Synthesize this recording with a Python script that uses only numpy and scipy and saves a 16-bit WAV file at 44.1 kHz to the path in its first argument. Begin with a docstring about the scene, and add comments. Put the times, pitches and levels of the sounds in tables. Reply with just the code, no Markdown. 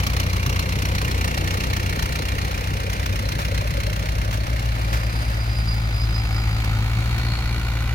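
"""A diesel tractor drums and knocks close by, dragging a disc harrow through loose soil.
Each firing thumps the exhaust and rings the engine block; the intake gulps in between.
Behind it the discs crunch through clods, the frame jolts, and a dry bearing sticks, slips and squeals.
A second, faster-running tractor draws near from the left and takes over as the first drives off."""
import sys
import numpy as np
from scipy import signal
from scipy.fft import rfft, irfft, next_fast_len
from scipy.io import wavfile
from scipy.ndimage import map_coordinates

SR = 44100
rng = np.random.default_rng(int(sys.argv[2]) if len(sys.argv) > 2 else 0)


def waveform_to_disk(signal):
    """Save audio, clipped to [-1, 1], as 16-bit WAV at the path in sys.argv[1]."""
    frames = np.transpose(np.atleast_2d(signal))
    scaled = np.clip(frames, -1, 1) * 32767
    samples = np.round(scaled).astype(np.int16)
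    wavfile.write(sys.argv[1], SR, samples)


N = 350154
TIME = np.arange(N) / SR

# colour of the puff from either exhaust pipe: f/Hz, relative level/dB
PUFF_COLOUR = [(20, -38), (45, -1), (80, 0.5), (130, 4), (200, -3.5), (330, -8.5), (500, -17.5), (900, -30),
               (3000, -72)]
# how alike the two ears are: f/Hz, correlation
EAR_LIKENESS = [(100, .995), (600, 0.79), (1300, 0.93), (2300, 0.76), (3500, 0.15), (6000, 0.23),
                (16000, .35)]


def near_tractor():
    """Slow four-cylinder diesel: a hard knock, then a puff from the pipe; the intake gulps once a cycle."""
    # engine speed, hunting under load, then picking up: t/s, firing rate/Hz
    speed = [(0, 30.15), (.99, 30.96), (1.26, 30.09), (1.69, 31.22), (2.11, 30.45), (2.61, 31.38),
             (2.93, 30.63), (4.38, 31.79), (4.72, 31.57), (6.23, 34.21), (6.75, 34.83), (7.94, 38.24)]
    # the pass-by: t/s, knock level/dB, gulp level/dB
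    pass_by = [(0, -31, -42.5), (1.9, -30.5, -44), (2.7, -34.5, -42), (3.5, -33.5, -38), (4.2, -35.5, -41),
               (5.2, -40.5, -50), (6, -51, -56), (7.94, -70, -72)]
    # exhaust boom and overtones: multiple of the firing rate, relative level/dB
    boom_orders = [(1, -33), (2, 0.5)]
    overtone_orders = [(3, 2), (4, -15), (5, -11), (6, -14.5), (7, -21.5), (8, -32)]
    # accent of each cylinder: level/dB
    cylinders = [-1, 1.5, 3, -0.5]
    # extra hard firings: t/s, boost/dB
    hard_firings = [(.037, 0.5), (.169, 1.5), (.2, 2.5), (.594, 1.5), (1.246, 2), (1.345, 3), (1.478, 2.5),
                    (1.733, 3.5), (1.863, 1.5), (1.896, 0), (2.287, 2), (3.061, 3), (3.576, 3),
                    (3.964, 1.5), (4.333, 3)]
    # colours of knock and intake: f/Hz, relative level/dB
    knock_colour = [(200, -46), (550, -6), (800, -3), (1200, 6), (1700, -2.5), (2300, -1.5), (3300, -1.5),
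                    (4300, -9), (6000, -4), (8300, -17), (11500, -11.5), (16000, -13)]
    gulp_colour = [(200, -27), (380, -32), (450, 2.5), (570, 9), (680, -15), (1200, -30), (4000, -60)]
    # engine block resonances: f/Hz, width/Hz, relative level/dB
    block_modes = [(1842, 115, -11.5), (2102, 170, -9.5), (2382, 54, -10), (2610, 50, -27.5),
                   (2781, 65, -11), (2826, 370, -14.5), (4150, 330, -8.5), (5650, 1200, -17)]
    # the gulp rises as the tractor goes past: t/s, pitch ratio
    gulp_glide = [(2.2, .93), (3.3, 1.0), (4.3, 1.08)]
    # ground bounce, hollowing the sound in notches that move with distance: t/s, delay/ms
    ground_bounce = [(0, 1.57), (1.5, 2.29), (3, 2), (4.3, 1.846), (7.94, 0.94)]
    # direction: t/s, left-ear lead/ms
    direction = [(0, .3), (1.9, 0.46), (4.7, 0.463), (7.94, 0.47)]

    rate, = in_time(speed)
    knock_db, gulp_db = in_time(pass_by)
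    firings = np.cumsum(rate) / SR + .1
    pipe = firings - .25
    # driving off, the overtones fade faster than the boom
    boom = exhaust(pipe, boom_orders, level_db=-27 - 0.87 * TIME, skew=0.73, flutter=0.2)
    overtones = exhaust(pipe, overtone_orders, level_db=-26.5 - 2 * TIME, skew=0.67, flutter=0.2)
    accents = from_db(sum(db * np.exp(-((TIME - s) / 0.0054) ** 2) for s, db in hard_firings))
    knock = noise(knock_colour)
    knock *= rms_one(0.082 + bursts(firings, cylinders, rise=0.22, decay=0.17, scatter_db=2))
    # every firing strikes each block mode with its own strength, so no two knocks share a colour
    clatter = sum(from_db(db) * ringing(hz, width)
                  * rms_one(bursts(firings, cylinders, rise=0.13, decay=0.37, scatter_db=2.5))
                  for hz, width, db in block_modes)
    puff = noise(PUFF_COLOUR)
    puff *= rms_one(0.1 + bursts(firings - .4, [0, -1, 1, 0], rise=0.13, decay=0.4, scatter_db=1))
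    gulp = repitched(noise(gulp_colour), *in_time(gulp_glide))
    gulp *= rms_one(0.12 + bursts(firings - .2, [-1.5, -19, -13, -3], rise=.23, decay=.39, scatter_db=1))
    engine = accents * (from_db(-2.5) * knock + from_db(-2) * clatter) + from_db(2) * puff
    direct = from_db(knock_db) * engine + from_db(gulp_db) * gulp
    hollowed = echoed(direct, *in_time(ground_bounce), share=0.29, dull_hz=9000)
    return from_left(hollowed + boom + overtones, *in_time(direction))


def far_tractor():
    """A faster diesel: strong exhaust drone and steady knock in ringing panels, with one close echo."""
    # engine revving up to working pace: t/s, firing rate/Hz
    speed = [(0, 41.81), (1.99, 45.41), (2.5, 48.21), (4.02, 54.15), (4.24, 52.05), (4.52, 57.06),
             (4.97, 55.56), (5.49, 56.01), (6.77, 53.92), (7.14, 57.61), (7.94, 57.51)]
    # exhaust drawing near: t/s, boom level/dB, overtone level/dB
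    exhaust_approach = [(0, -48, -48), (1, -44, -47), (3.2, -30, -32), (4.7, -24.5, -29.5),
                        (6, -23.5, -25.5), (7, -26, -24), (7.94, -24.5, -30)]
    # knock drawing near: t/s, level/dB
    knock_approach = [(0, -34), (4, -40.5), (5.3, -36.5), (6, -33), (6.7, -30.5), (7.3, -31), (7.94, -31.5)]
    # exhaust boom and overtones: multiple of the firing rate, relative level/dB
    boom_orders = [(1, 0)]
    overtone_orders = [(2, 0.5), (3, -18), (4, -22), (5, -37), (6, -26.5)]
    # accent of each cylinder: level/dB
    cylinders = [0, -1, -1, 0]
    # colour of the knock: f/Hz, relative level/dB
    knock_colour = [(200, 14.5), (400, -22), (550, -1), (800, -6.5), (1050, 3), (1400, -1.5), (1620, -2),
                    (2200, 5.5), (2800, 1), (3250, -2), (4300, 1.5), (5300, -11), (6800, -8), (8300, -19.5),
                    (11500, -14), (16000, -16.5)]
    # resonances of the panels and of a bright ring: f/Hz, width/Hz, relative level/dB
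    panel_modes = [(752, 110, -10.5), (1220, 150, -11.5), (1460, 140, -11), (2005, 54, -15),
                   (2303, 190, -12), (2830, 160, -20)]
    bright_modes = [(4280, 260, 4), (4400, 200, -7)]
    # the echo closes in as the tractor nears: t/s, delay/ms
    reflection = [(0, 2.3), (6.6, 2.223), (7.94, 2.07)]
    # direction: t/s, left-ear lead/ms
    direction = [(0, .45), (5, 0.24), (7.94, 0.075)]

    rate, = in_time(speed)
    boom_db, overtone_db = in_time(exhaust_approach)
    knock_db, = in_time(knock_approach)
    firings = np.cumsum(rate) / SR + .16
    pipe = firings - .66
    boom = exhaust(pipe, boom_orders, boom_db, skew=0, flutter=0.094)
    overtones = exhaust(pipe, overtone_orders, overtone_db, skew=0.043, flutter=0.053)
    blows = rms_one(.35 + bursts(firings, cylinders, rise=.3, decay=.33, scatter_db=.9))
    body = noise(knock_colour) + sum(from_db(db) * ringing(hz, width) for hz, width, db in panel_modes)
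    knock = rms_one(echoed(body * blows, *in_time(reflection), share=0.34, dull_hz=4000))
    # the bright ring swells and fades once, near the end
    swell = from_db(peaked(s=7.3, top=-41, rise_per_s=39, fall_per_s=35))
    ring = swell * blows * sum(from_db(db) * ringing(hz, width) for hz, width, db in bright_modes)
    puff = from_db(-4) * noise(PUFF_COLOUR)
    return from_left(from_db(knock_db) * (knock + puff) + ring + boom + overtones, *in_time(direction))


def exhaust(firings, orders, level_db, skew, flutter):
    """The pipe drones on clean multiples of the firing rate, each wavering a little with the load."""
    partials = (from_db(db) * (1 + flutter * drift(22)) * np.cos(2 * np.pi * (order * firings + skew))
                for order, db in orders)
    return from_db(level_db) * np.sqrt(2) * sum(partials)


def harrow():
    """Discs crunch through clods, the frame jolts, and a dry bearing squeals."""
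    # crunch of the discs in the soil: t/s, level/dB
    crunch_level = [(0, -38), (1.3, -33.5), (4.4, -36), (5, -33.5), (5.8, -38), (7.94, -40)]
    # jolts of the frame: t/s, level/dB, decay/s
    frame_hits = [(3.389, -25.5, 0.034), (4.327, -27, 0.029), (4.928, -24, 0.034), (5.3, -29, .008),
                  (5.741, -30, 0.0093), (6.645, -22.5, 0.0055), (7.182, -29, 0.012)]
    # colours of soil and jolts: f/Hz, relative level/dB
    soil_colour = [(100, -7), (250, 5.5), (400, -5), (550, 3.5), (800, 1), (1200, 0), (1700, 0),
                   (2300, -1.5), (3300, -9), (4300, -8), (6000, -15.5), (8300, -23), (11500, -19.5),
                   (16000, -26)]
    jolt_colour = [(150, -22), (600, 9), (1600, 10.5), (3000, 3), (4500, -1), (6500, -3), (9000, -13),
                   (16000, -6)]
    # direction: t/s, left-ear lead/ms
    direction = [(0, 0.23), (1.3, 0.35), (3.5, 0.45), (6.5, .38), (7.94, 0.23)]

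    clods_per_s, crumble_s = 160, 0.0032
    crunch_db, = in_time(crunch_level)
    clods = (rng.random(N) < clods_per_s / SR) * from_db(2.3 * np.minimum(rng.exponential(1, N), 4))
    crumbling = signal.lfilter([1], [1, -np.exp(-1 / (crumble_s * SR))], clods)
    grit = noise(soil_colour) * rms_one(1 + 0.34 * crumbling)
    crunch = from_db(crunch_db + 0.64 * drift(14)) * grit
    jolts = sum(from_db(db) * (TIME >= s) * np.exp(-np.abs(TIME - s) / decay)
                for s, db, decay in frame_hits)
    return from_left(crunch + jolts * noise(jolt_colour) + bearing_squeal(), *in_time(direction))


def bearing_squeal():
    """Stick and slip keeps one disc mode singing; each grab swells and sharpens it and adds an octave."""
    # grabs of the dry bearing: t/s, hold/s, level/dB, octave re the tone/dB
    squeaks = [(5.108, 0.14, -53, -4), (5.383, .01, -44, -30), (5.47, 0.035, -48, -25),
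               (5.55, .015, -45, -12), (5.666, 0.025, -34, -27), (5.929, .015, -38.5, -28),
               (6.003, .01, -41.5, -28), (6.116, .04, -38, -36), (6.31, .07, -43, -27),
               (6.478, 0.037, -50, -25)]

    sharpen_hz, wobble_hz, roughness = 24.9, 13.05, 0.0035
    level = from_db(-48.5) * envelope(start=4.61, attack=0.43, hold=1.6, release=0.215)
    octave = np.zeros(N)
    # the pitch climbs slowly, tops out near 6.2 s, then falls faster
    hz = peaked(s=6.2, top=4923, rise_per_s=100, fall_per_s=240)
    for start, hold, db, octave_db in squeaks:
        grab = envelope(start, attack=0.0227, hold=hold, release=0.0366)
        level += from_db(db) * grab
        octave += from_db(db + octave_db) * grab
        hz += sharpen_hz * grab
    phase = 2 * np.pi * np.cumsum(hz * (1 + roughness * drift(450)) + wobble_hz * drift(18)) / SR
    flutter = from_db(2.7 * drift(90))
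    return np.sqrt(2) * flutter * (level * np.sin(phase) + octave * np.sin(2 * phase))


def bursts(firings, cylinders_db, rise, decay, scatter_db):
    """A swell and decay at each firing (times in firing periods); no two are equally strong."""
    count, phase = np.floor(firings).astype(int), firings % 1
    scatter = scatter_db * rng.standard_normal(size=600)[count]
    strength = from_db(np.take(cylinders_db, count, mode="wrap") + scatter)
    swell = np.sin(np.pi / 2 * phase / rise) ** 2
    return strength * np.where(phase < rise, swell, np.exp(-(phase - rise) / decay))


def ringing(hz, width_hz):
    """Random contacts keep one mode ringing; its skirts fall away steeply."""
    mid, side = rng.standard_normal((2, N))
    alike = np.clip(np.interp(hz, *np.transpose(EAR_LIKENESS)), 0, 1)
    ears = np.sqrt(1 + alike) * mid + np.sqrt(1 - alike) * side * np.array([[1], [-1]])
    return rms_one(resonance(resonance(ears, hz, width_hz), hz, 5 * width_hz))


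def noise(spectrum):
    """Stereo noise of a given colour, narrow in the bass and wide in the treble."""
    alike = np.clip(per_bin(EAR_LIKENESS), 0, 1)
    gain = from_db(per_bin(spectrum)) * np.sqrt([1 + alike, 1 - alike])
    mid, side = coloured(rng.standard_normal((2, N)), gain)
    return rms_one(np.array([mid + side, mid - side]))


def echoed(x, ms, share, dull_hz):
    """Add one close reflection, duller than the direct sound, to both ears."""
    hz = np.fft.rfftfreq(next_fast_len(N), 1 / SR)
    dull = coloured(x, 1 / (1 + (hz / dull_hz) ** 2))
    return x + share * np.array([delayed(ear, ms) for ear in dull])


def from_left(x, lead_ms):
    """Sound from the left reaches the right ear later."""
    return np.array([x[0], delayed(x[1], lead_ms)])


def delayed(x, ms):
    """A gliding delay."""
    return map_coordinates(x, [np.arange(N) - ms * SR / 1000], order=3, mode="mirror")


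def repitched(x, ratio):
    """Play both ears at a changing speed."""
    return np.array([map_coordinates(ear, [np.cumsum(ratio)], order=1, mode="mirror") for ear in x])


def resonance(x, hz, width_hz):
    """A two-pole peak of gain 1."""
    r = np.exp(-np.pi * width_hz / SR)
    feedback = [1, -2 * r * np.cos(2 * np.pi * hz / SR), r * r]
    return signal.lfilter(np.array([1, 0, -1]) * (1 - r * r) / 2, feedback, x)


def coloured(x, gain):
    """Equalise with a gain per FFT bin."""
    size = next_fast_len(N)
    return irfft(rfft(x, size) * gain, size)[..., :N]


def envelope(start, attack, hold, release):
    """Rise, hold, then die away; times in seconds."""
    age = TIME - start
    return np.clip(age / attack, 0, 1) * np.exp(-np.clip((age - attack - hold) / release, 0, 20))


def peaked(s, top, rise_per_s, fall_per_s):
    """A steady climb to a top at time s, then a steady fall."""
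    return top - np.maximum(rise_per_s * (s - TIME), fall_per_s * (TIME - s))


def drift(rate):
    """A random wander with spread 1 and about `rate` turns a second."""
    knots = rng.standard_normal(4000)
    return np.interp(TIME * rate, np.arange(len(knots)), knots) * np.sqrt(3 / 2)


def in_time(rows):
    """Each column of an automation curve, sample by sample."""
    s, *columns = np.transpose(rows)
    return [np.interp(TIME, s, c) for c in columns]


def per_bin(points):
    """A curve over log frequency, read at every FFT bin."""
    hz, value = np.transpose(points)
    return np.interp(np.log(np.fft.rfftfreq(next_fast_len(N), 1 / SR) + 1), np.log(hz), value)


def from_db(db):
    """Decibels to gain."""
    return 10 ** (np.asarray(db) / 20)


def rms_one(x):
    """Scale to unit power."""
    return x / np.sqrt(np.mean(x ** 2) + 1e-20)


def scene():
    """Two tractors and the harrow in the open field."""
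    return near_tractor() + far_tractor() + harrow()


def record(dry):
    """Each microphone port colours its side; the top is cut."""
    # balance between the ports: f/Hz, left minus right/dB
    port_balance = [(100, 1.5), (500, 1.5), (900, 0.5), (1500, -3), (2400, -1.5), (3500, 1), (4300, 3),
                    (5500, -9.5), (6900, 2), (8300, 11.5), (10000, 9), (12000, 2.5), (16000, -1)]

    cutoff_hz = 15900
    sound = coloured(dry, from_db(per_bin(port_balance) * np.array([[.5], [-.5]])))
    return signal.sosfilt(signal.ellip(12, .1, 80, cutoff_hz, fs=SR, output="sos"), sound)


dry = scene()
out = record(dry)
waveform_to_disk(out)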